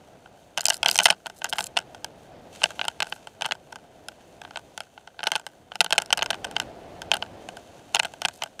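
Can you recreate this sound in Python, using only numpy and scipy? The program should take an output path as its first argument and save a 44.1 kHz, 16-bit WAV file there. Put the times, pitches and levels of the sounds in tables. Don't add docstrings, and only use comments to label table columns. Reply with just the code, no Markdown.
import sys
import numpy as np
from scipy import signal
from scipy.fft import rfft, irfft
from scipy.io import wavfile
from scipy.ndimage import uniform_filter1d, minimum_filter1d

SR = 44100
rng = np.random.default_rng(int(sys.argv[2]) if len(sys.argv) > 2 else 0)


def int16_out(signal):
    q = np.round(np.clip(np.atleast_2d(signal).T, -1, 1) * 32767)
    wavfile.write(sys.argv[1], SR, q.astype(np.int16))


N = 379260

# (frequency [Hz], level [dB], decay time T60 [s])
BODY_MODES = [(177, -12.5, 0.088), (470, -20.5, 0.027), (671, -3.5, 0.028), (867, -1, 0.022),
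              (1250, -9.5, 0.013), (1438, -1.5, 0.02), (1558, 1, 0.021)]
SHELL_MODES = [(2074, -10.5, 0.02), (2340, -20, 0.032), (2645, -0.5, 0.011), (3080, 0.5, .014),
               (3585, -5, 0.0099), (4380, -6.5, .011)]
TICK_MODES = [(5104, -1, 0.0088), (6280, -0.5, 0.006), (7360, -2, 0.0047), (8200, -1.5, 0.0053),
              (9180, 0, 0.0034), (11400, -33, 0.004), (13800, -18, 0.0046)]


def undb(db):
    return 10 ** (np.asarray(db) / 20)


def unit(x):
    return x / np.sqrt(np.mean(x ** 2) + 1e-18)


def band(x, lo_hz, hi_hz, order=2):
    edges_hz = [lo_hz, min(hi_hz, SR / 2 - 1000)]
    return signal.sosfilt(signal.butter(order, edges_hz, "band", fs=SR, output="sos"), x)


def colour(x, points):
    hz, db = np.transpose(points)
    f = np.maximum(np.arange(N // 2 + 1) * SR / N, 1)
    gain = undb(np.interp(np.log(f), np.log(hz), db))
    low_cut = np.minimum(f / hz[0], 1) ** 2
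    return unit(irfft(rfft(x) * gain * low_cut, N))


def flicker(rate):
    hold = int(SR / rate)
    steps = np.repeat(rng.standard_normal(N // hold + 1), hold)
    return unit(uniform_filter1d(uniform_filter1d(steps, hold), hold)[:N])


def grains(rate, spread_db):
    impulses = (rng.random(N) < rate / SR) * rng.choice([-1, 1], N)
    return unit(impulses * undb(spread_db * np.clip(rng.standard_normal(N), -2, 2)))


def resonate(x, modes):
    out = 0
    for hz, db, t60 in modes:
        radius = undb(-60 / (t60 * SR))
        pole = radius * np.exp(2j * np.pi * hz / SR)
        out = out + undb(db) * 2 * (1 - radius) * signal.lfilter([1], [1, -pole], x).real
    return out


def trail():
    # (time [s], relative level [dB])
    ride = [(0.0, -56), (0.57, -60), (0.93, -51), (1.15, -61), (1.41, -58.5), (1.7, -54.5), (2.56, -53.5),
            (3.19, -58), (4.6, -57.5), (4.96, -62.5), (5.87, -60.5), (5.96, -55.5), (6.47, -48.5),
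            (7.14, -48.5), (7.86, -55), (8.6, -59.5)]
    # (frequency [Hz], relative spectral density [dB])
    rumble_spectrum = [(25, -13), (85, -2), (200, -2.5), (400, -3.5), (520, -2), (700, 0.5), (1100, -15.5),
                       (1900, -19.5), (2900, -22.5), (5000, -29.5), (12000, -56)]
    grit_spectrum = [(1000, -6.5), (2700, -1.5), (4200, -1.5), (5100, -5), (6200, 3.5), (7500, -0.5),
                     (9500, -2), (12000, -7.5), (15000, -9)]
    # (start [s], duration [s], level [dB])
    scrubs = [(2.505, 0.2, -54), (3.025, .1, -69.5), (4.107, 0.24, -70.5), (4.62, 0.12, -68),
              (7.38, 1, -63)]
    t = np.arange(N) / SR
    ride_db = np.interp(t, *np.transpose(ride))
    rumble = colour(rng.standard_normal(N), rumble_spectrum) * undb(ride_db + flicker(rate=22) + 5)
    grit = colour(rng.standard_normal(N) + 0.55 * grains(rate=520, spread_db=7.5), grit_spectrum)
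    grit *= undb(-53.5 + 0.27 * ride_db + 1.2 * flicker(rate=24))
    spray = colour(rng.standard_normal(N) + grains(rate=630, spread_db=8.5), grit_spectrum)
    spray *= undb(1.8 * flicker(rate=40))
    attack_s, release_s = 0.03, 0.22
    scrub = np.zeros(N)
    for start, duration, db in scrubs:
        rise = np.clip((t - start) / attack_s, 0, 1)
        fall = np.exp(-np.maximum(t - start - duration, 0) / release_s)
        scrub += undb(db) * rise * fall
    hiss = grit + scrub * band(spray, lo_hz=800, hi_hz=9500, order=1)
    return rumble + hiss + 2.1 * resonate(hiss, BODY_MODES + SHELL_MODES)


def chatter(jolts, rate=200, span_s=0.026, follow=0.77, rest_db=-58.5, spread_db=6, count=2400):
    span = int(span_s * SR)
    power = uniform_filter1d(uniform_filter1d(jolts ** 2, span), span)
    power = np.abs(np.pad(power, (span // 2, 0))[:N]) + undb(rest_db) ** 2
    scatter = rng.standard_normal((count, 3))
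    times = np.cumsum(rng.exponential(1 / rate, count))
    shake_db = follow * 10 * np.log10(np.interp(times, np.arange(N) / SR, power))
    tap_db = shake_db + spread_db * np.clip(scatter[:, 0], -2, 2)
    levels = tap_db[:, None] + [-29, -34, -39] + 2 * scatter
    return housing(np.column_stack([times, levels])[times < N / SR])


def rings(modes, count, scatter_db, detune, crack, crack_t60, band_hz):
    t = np.arange(2048) / SR
    ring = np.zeros((count, len(t)))
    for k, (hz, db, t60) in enumerate(modes):
        size, shift, phase = rng.standard_normal((count, 3)).T[:, :, None]
        swing = (-1) ** k * np.cos(2 * np.pi * hz * (1 + detune * shift) * t + 0.46 * phase)
        ring += undb(db + scatter_db * size - 60 * t / t60) * swing
    noise = rng.standard_normal(ring.shape) * undb(-60 * t / crack_t60)
    ring = unit(band(ring, *band_hz)) + crack * unit(band(noise, *band_hz))
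    energy = np.sum(ring ** 2, axis=1, keepdims=True)
    return ring / np.sqrt(energy / (SR / 200))


def housing(blows):
    times, body_db, shell_db, tick_db = np.transpose(blows)
    count = len(times)
    body = rings(BODY_MODES, count, scatter_db=2.2, detune=0.029,
                 crack=0.22, crack_t60=0.023, band_hz=(387, 1750))
    shell = rings(SHELL_MODES, count, scatter_db=2.2, detune=0.033,
                  crack=0.3, crack_t60=0.02, band_hz=(1800, 4730))
    tick = rings(TICK_MODES, count, scatter_db=4.5, detune=0.035,
                 crack=0.31, crack_t60=0.0081, band_hz=(4500, 13200))
    soft = np.clip((shell_db - tick_db) / 12, 0, 1)[:, None]
    tick = (1 - soft) * tick + soft * np.sqrt(2) * uniform_filter1d(tick, size=3, axis=1)
    sounds = body * undb(body_db)[:, None] + shell * undb(shell_db)[:, None]
    sounds += tick * undb(tick_db)[:, None]
    out = np.zeros(N + sounds.shape[1])
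    for start, sound in zip(np.clip(times * SR, 0, N - 1).astype(int), sounds):
        out[start:start + len(sound)] += sound
    return out[:N]


def contact(times, strength_db, hardness_db, hollow_db=0):
    body_db = -11.5 + 0.61 * strength_db + hollow_db
    return np.column_stack([times, body_db, strength_db, strength_db + hardness_db])


def mount_blows():
    # (time [s], strength [dB], tick over shell [dB], rebound delay [ms])
    knocks = [(0.259, -52, -25, -0.5), (0.5755, -22.5, -4, 6.5), (0.594, -35, -7, 0), (0.704, -17, -22, 0),
              (0.7245, -38, -15, 0), (0.8301, -17, -8, 0), (0.8598, -12.5, -11.5, 0), (0.8799, -30, -12, 0),
              (0.889, -16.5, -21.5, 0), (0.957, -27, 5.5, 0), (0.9887, -12, -3.5, 0),
              (0.9998, -18, -15, 4.5), (1.0561, -4.5, -4.5, 4), (1.068, -20, -9, 0), (1.1027, -11.5, -8, 5),
              (1.2595, -33.5, -18, 7.5), (1.2987, -43.5, -2, 0), (1.4182, -34, -16, 0),
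              (1.4437, -28, 2, 1.5), (1.455, -35, -11, 0), (1.5266, -23, -16, 6.5), (1.584, -23.5, -6.5, 6),
              (1.6064, -28, -1.5, 0), (1.7681, -21, -18, 0), (1.7723, -16, -10.5, 1),
              (1.7883, -30, -1.5, 0), (1.9467, -44, -5.5, 0), (2.0449, -32, 2, 0),
              (2.6184, -31.5, -27.5, 0), (2.6344, -24, -5, 0), (2.6395, -12, -7.5, 0),
              (2.6571, -29, -26, 0), (2.7059, -41, -2, 0), (2.7934, -26.5, -33, 0), (2.8135, -22, -31, 0),
              (2.8421, -34.5, -18.5, 9.5), (2.882, -21, -5.5, 0), (3.0035, -22.5, -9, 0),
              (3.0221, -21, -24, 5), (3.0687, -44, -3, 0), (3.1242, -26.5, -28.5, 0.5),
              (3.2714, -39, -6.5, 0), (3.41, -33.5, -7.5, 0), (3.4207, -23, -9, 0), (3.4463, -30, -20, 0),
              (3.4545, -25, -16, 6.5), (3.51, -25.5, -28, 0), (3.5208, -21.5, -10.5, 0),
              (3.7243, -48.5, 1.5, 2), (3.7578, -42, -2.5, 0), (4.0849, -36, 1, 0.5),
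              (4.4164, -41.5, -5.5, 0), (4.4496, -41.5, -22, 0), (4.5085, -46, -7, 0),
              (4.5588, -32, -19, 0), (4.572, -33, -6.5, 0.5), (4.7768, -34, -1.5, 0),
              (4.8047, -33, -4.5, 0), (4.9773, -45, -24.5, 0), (5.0745, -44.5, -9, 1),
              (5.1916, -36, -32, 0), (5.2045, -40.5, -22, 0), (5.2313, -28.5, -18.5, 7),
              (5.2693, -18.5, -27.5, 3.5), (5.3181, -20, -6.5, -0.5), (5.3359, -40, -20, -0.5),
              (5.3542, -20.5, -13, 6), (5.3966, -47, 1.5, 0), (5.4657, -35, -2.5, -1.5),
              (5.7184, -36.5, -28, 0), (5.7559, -33.5, -4, 0), (5.806, -10.5, -8, 5.5),
              (5.8448, -29.5, 0.5, 0.5), (5.8622, -29.5, -20, 0), (5.9067, -27.5, -6.5, 0),
              (5.9247, -15, -12, 5), (5.9804, -12.5, -7.5, 4.5), (6.02, -33, 1.5, 0.5),
              (6.105, -29, -10, 0), (6.1271, -12.5, -8, 3.5), (6.1741, -29, -0.5, 5.5),
              (6.1913, -26.5, -11, 0), (6.2117, -35, -18, 0), (6.2224, -18.5, -26, 5.5),
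              (6.2605, -29.5, -3, 0), (6.304, -20.5, -11, 4.5), (6.3305, -30.5, -19, 0),
              (6.3433, -35, -8.5, 0), (6.4446, -30, -5.5, 4), (6.512, -43, -0.5, 1), (6.565, -18.5, -17, 0),
              (6.5998, -22.5, -4.5, -1), (7.0182, -35.5, -3, -1), (7.1158, -13, -11, 0),
              (7.1364, -21, -25, 5), (7.1518, -38, -24, -0.5), (7.1681, -35, -1.5, 0),
              (7.2242, -24.5, -28.5, 0.5), (7.488, -36.5, -6.5, 0), (7.5693, -42.5, -2.5, -1.5),
              (7.9473, -16, -4.5, 9), (7.9662, -22, -28, 1), (7.9943, -25.5, -3.5, 0),
              (7.9978, -14.5, -11, 0), (8.032, -31.5, -2, 0), (8.048, -29, -19, 4.5), (8.1374, -44, -3, 0),
              (8.2183, -29, -1.5, -1.5), (8.2501, -16.5, -13, 5.4), (8.2848, -31.5, 1.5, 0),
              (8.4213, -25.5, -11, 0), (8.4362, -28.5, -2.5, 0), (8.5939, -37, -6, 0)]
    times, strength_db, hardness_db, delay_ms = np.transpose(knocks)
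    rebound_db = -12.5 + 0.66 * strength_db
    rebounds = contact(times + delay_ms / 1000, rebound_db, hardness_db=-3, hollow_db=2.5)
    return np.vstack([contact(times, strength_db, hardness_db), rebounds[delay_ms > 1]])


def frame_thud(blows, hz=135, t60=0.04):
    times, body_db = blows[:, :2].T
    push = np.zeros(N)
    push[np.clip(times * SR, 0, N - 1).astype(int)] = undb(body_db - 21)
    t = np.arange(int(t60 * SR)) / SR
    swing = np.sin(2 * np.pi * hz * t) * undb(-60 * t / t60)
    return band(signal.fftconvolve(push, swing)[:N], lo_hz=90, hi_hz=400)


def chain_slaps():
    # (time [s], level [dB])
    slaps = [(0.6081, -26.5), (0.616, -37.5), (0.6553, -13), (0.666, -23.5), (0.684, -19.5), (0.695, -28.5),
             (0.7015, -17.5), (0.733, -35), (0.7426, -29), (0.8847, -20), (0.898, -28.5), (0.9128, -19.5),
             (0.929, -35.5), (0.945, -32), (0.9654, -30), (0.9782, -23.5), (1.043, -26.5), (1.089, -36),
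             (1.6412, -31), (1.6678, -34), (6.06, -42)]
    times, tick_db = np.transpose(slaps)
    body_db, shell_db = tick_db - 22, tick_db - 9.5
    return housing(np.column_stack([times, body_db, shell_db, tick_db]))


def chain_jingle(ramp_s=0.0066, click_decay_s=0.00044):
    # (start [s], end [s], level [dB])
    shakes = [(0.625, 0.654, -44), (0.72, 0.784, -43.5), (.9, 0.974, -43), (1.025, 1.075, -33),
              (1.343, 1.4, -56.5), (1.487, 1.509, -39.5), (1.554, 1.684, -47), (3.065, 3.172, -55),
              (8.33, 8.386, -55.5)]
    t = np.arange(N) / SR
    shake = sum(undb(db) * np.clip(np.minimum(t - start, end - t) / ramp_s, 0, 1)
                for start, end, db in shakes)
    clicks = np.abs(grains(rate=380, spread_db=3))
    bursts = signal.lfilter([1], [1, -np.exp(-1 / (click_decay_s * SR))], clicks)
    links = rng.standard_normal(N) * bursts
    return shake * unit(band(links + resonate(links, TICK_MODES), lo_hz=4480, hi_hz=12500))


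def sprockets(chain):
    # (frequency [Hz], peak gain [dB], decay time T60 [s])
    sprocket_modes = [(3800, 2, 0.073), (4200, 2.5, .012)]
    return resonate(chain, sprocket_modes)


def scene():
    blows = mount_blows()
    knocks = housing(blows)
    slaps = chain_slaps()
    loose_parts = chatter(knocks + slaps)
    chain = slaps + chain_jingle()
    mono = knocks + frame_thud(blows) + loose_parts + chain + sprockets(chain) + trail()
    return np.array([mono, mono])


def record(dry, top_hz=15400):
    gain = 1 / np.maximum(np.abs(dry), 1)
    gain = uniform_filter1d(minimum_filter1d(gain, size=13), size=13)
    low_pass = signal.ellip(8, 0.2, 70, top_hz, fs=SR, output="sos")
    return signal.sosfilt(low_pass, dry * gain)


dry = scene()
out = record(dry)
int16_out(out)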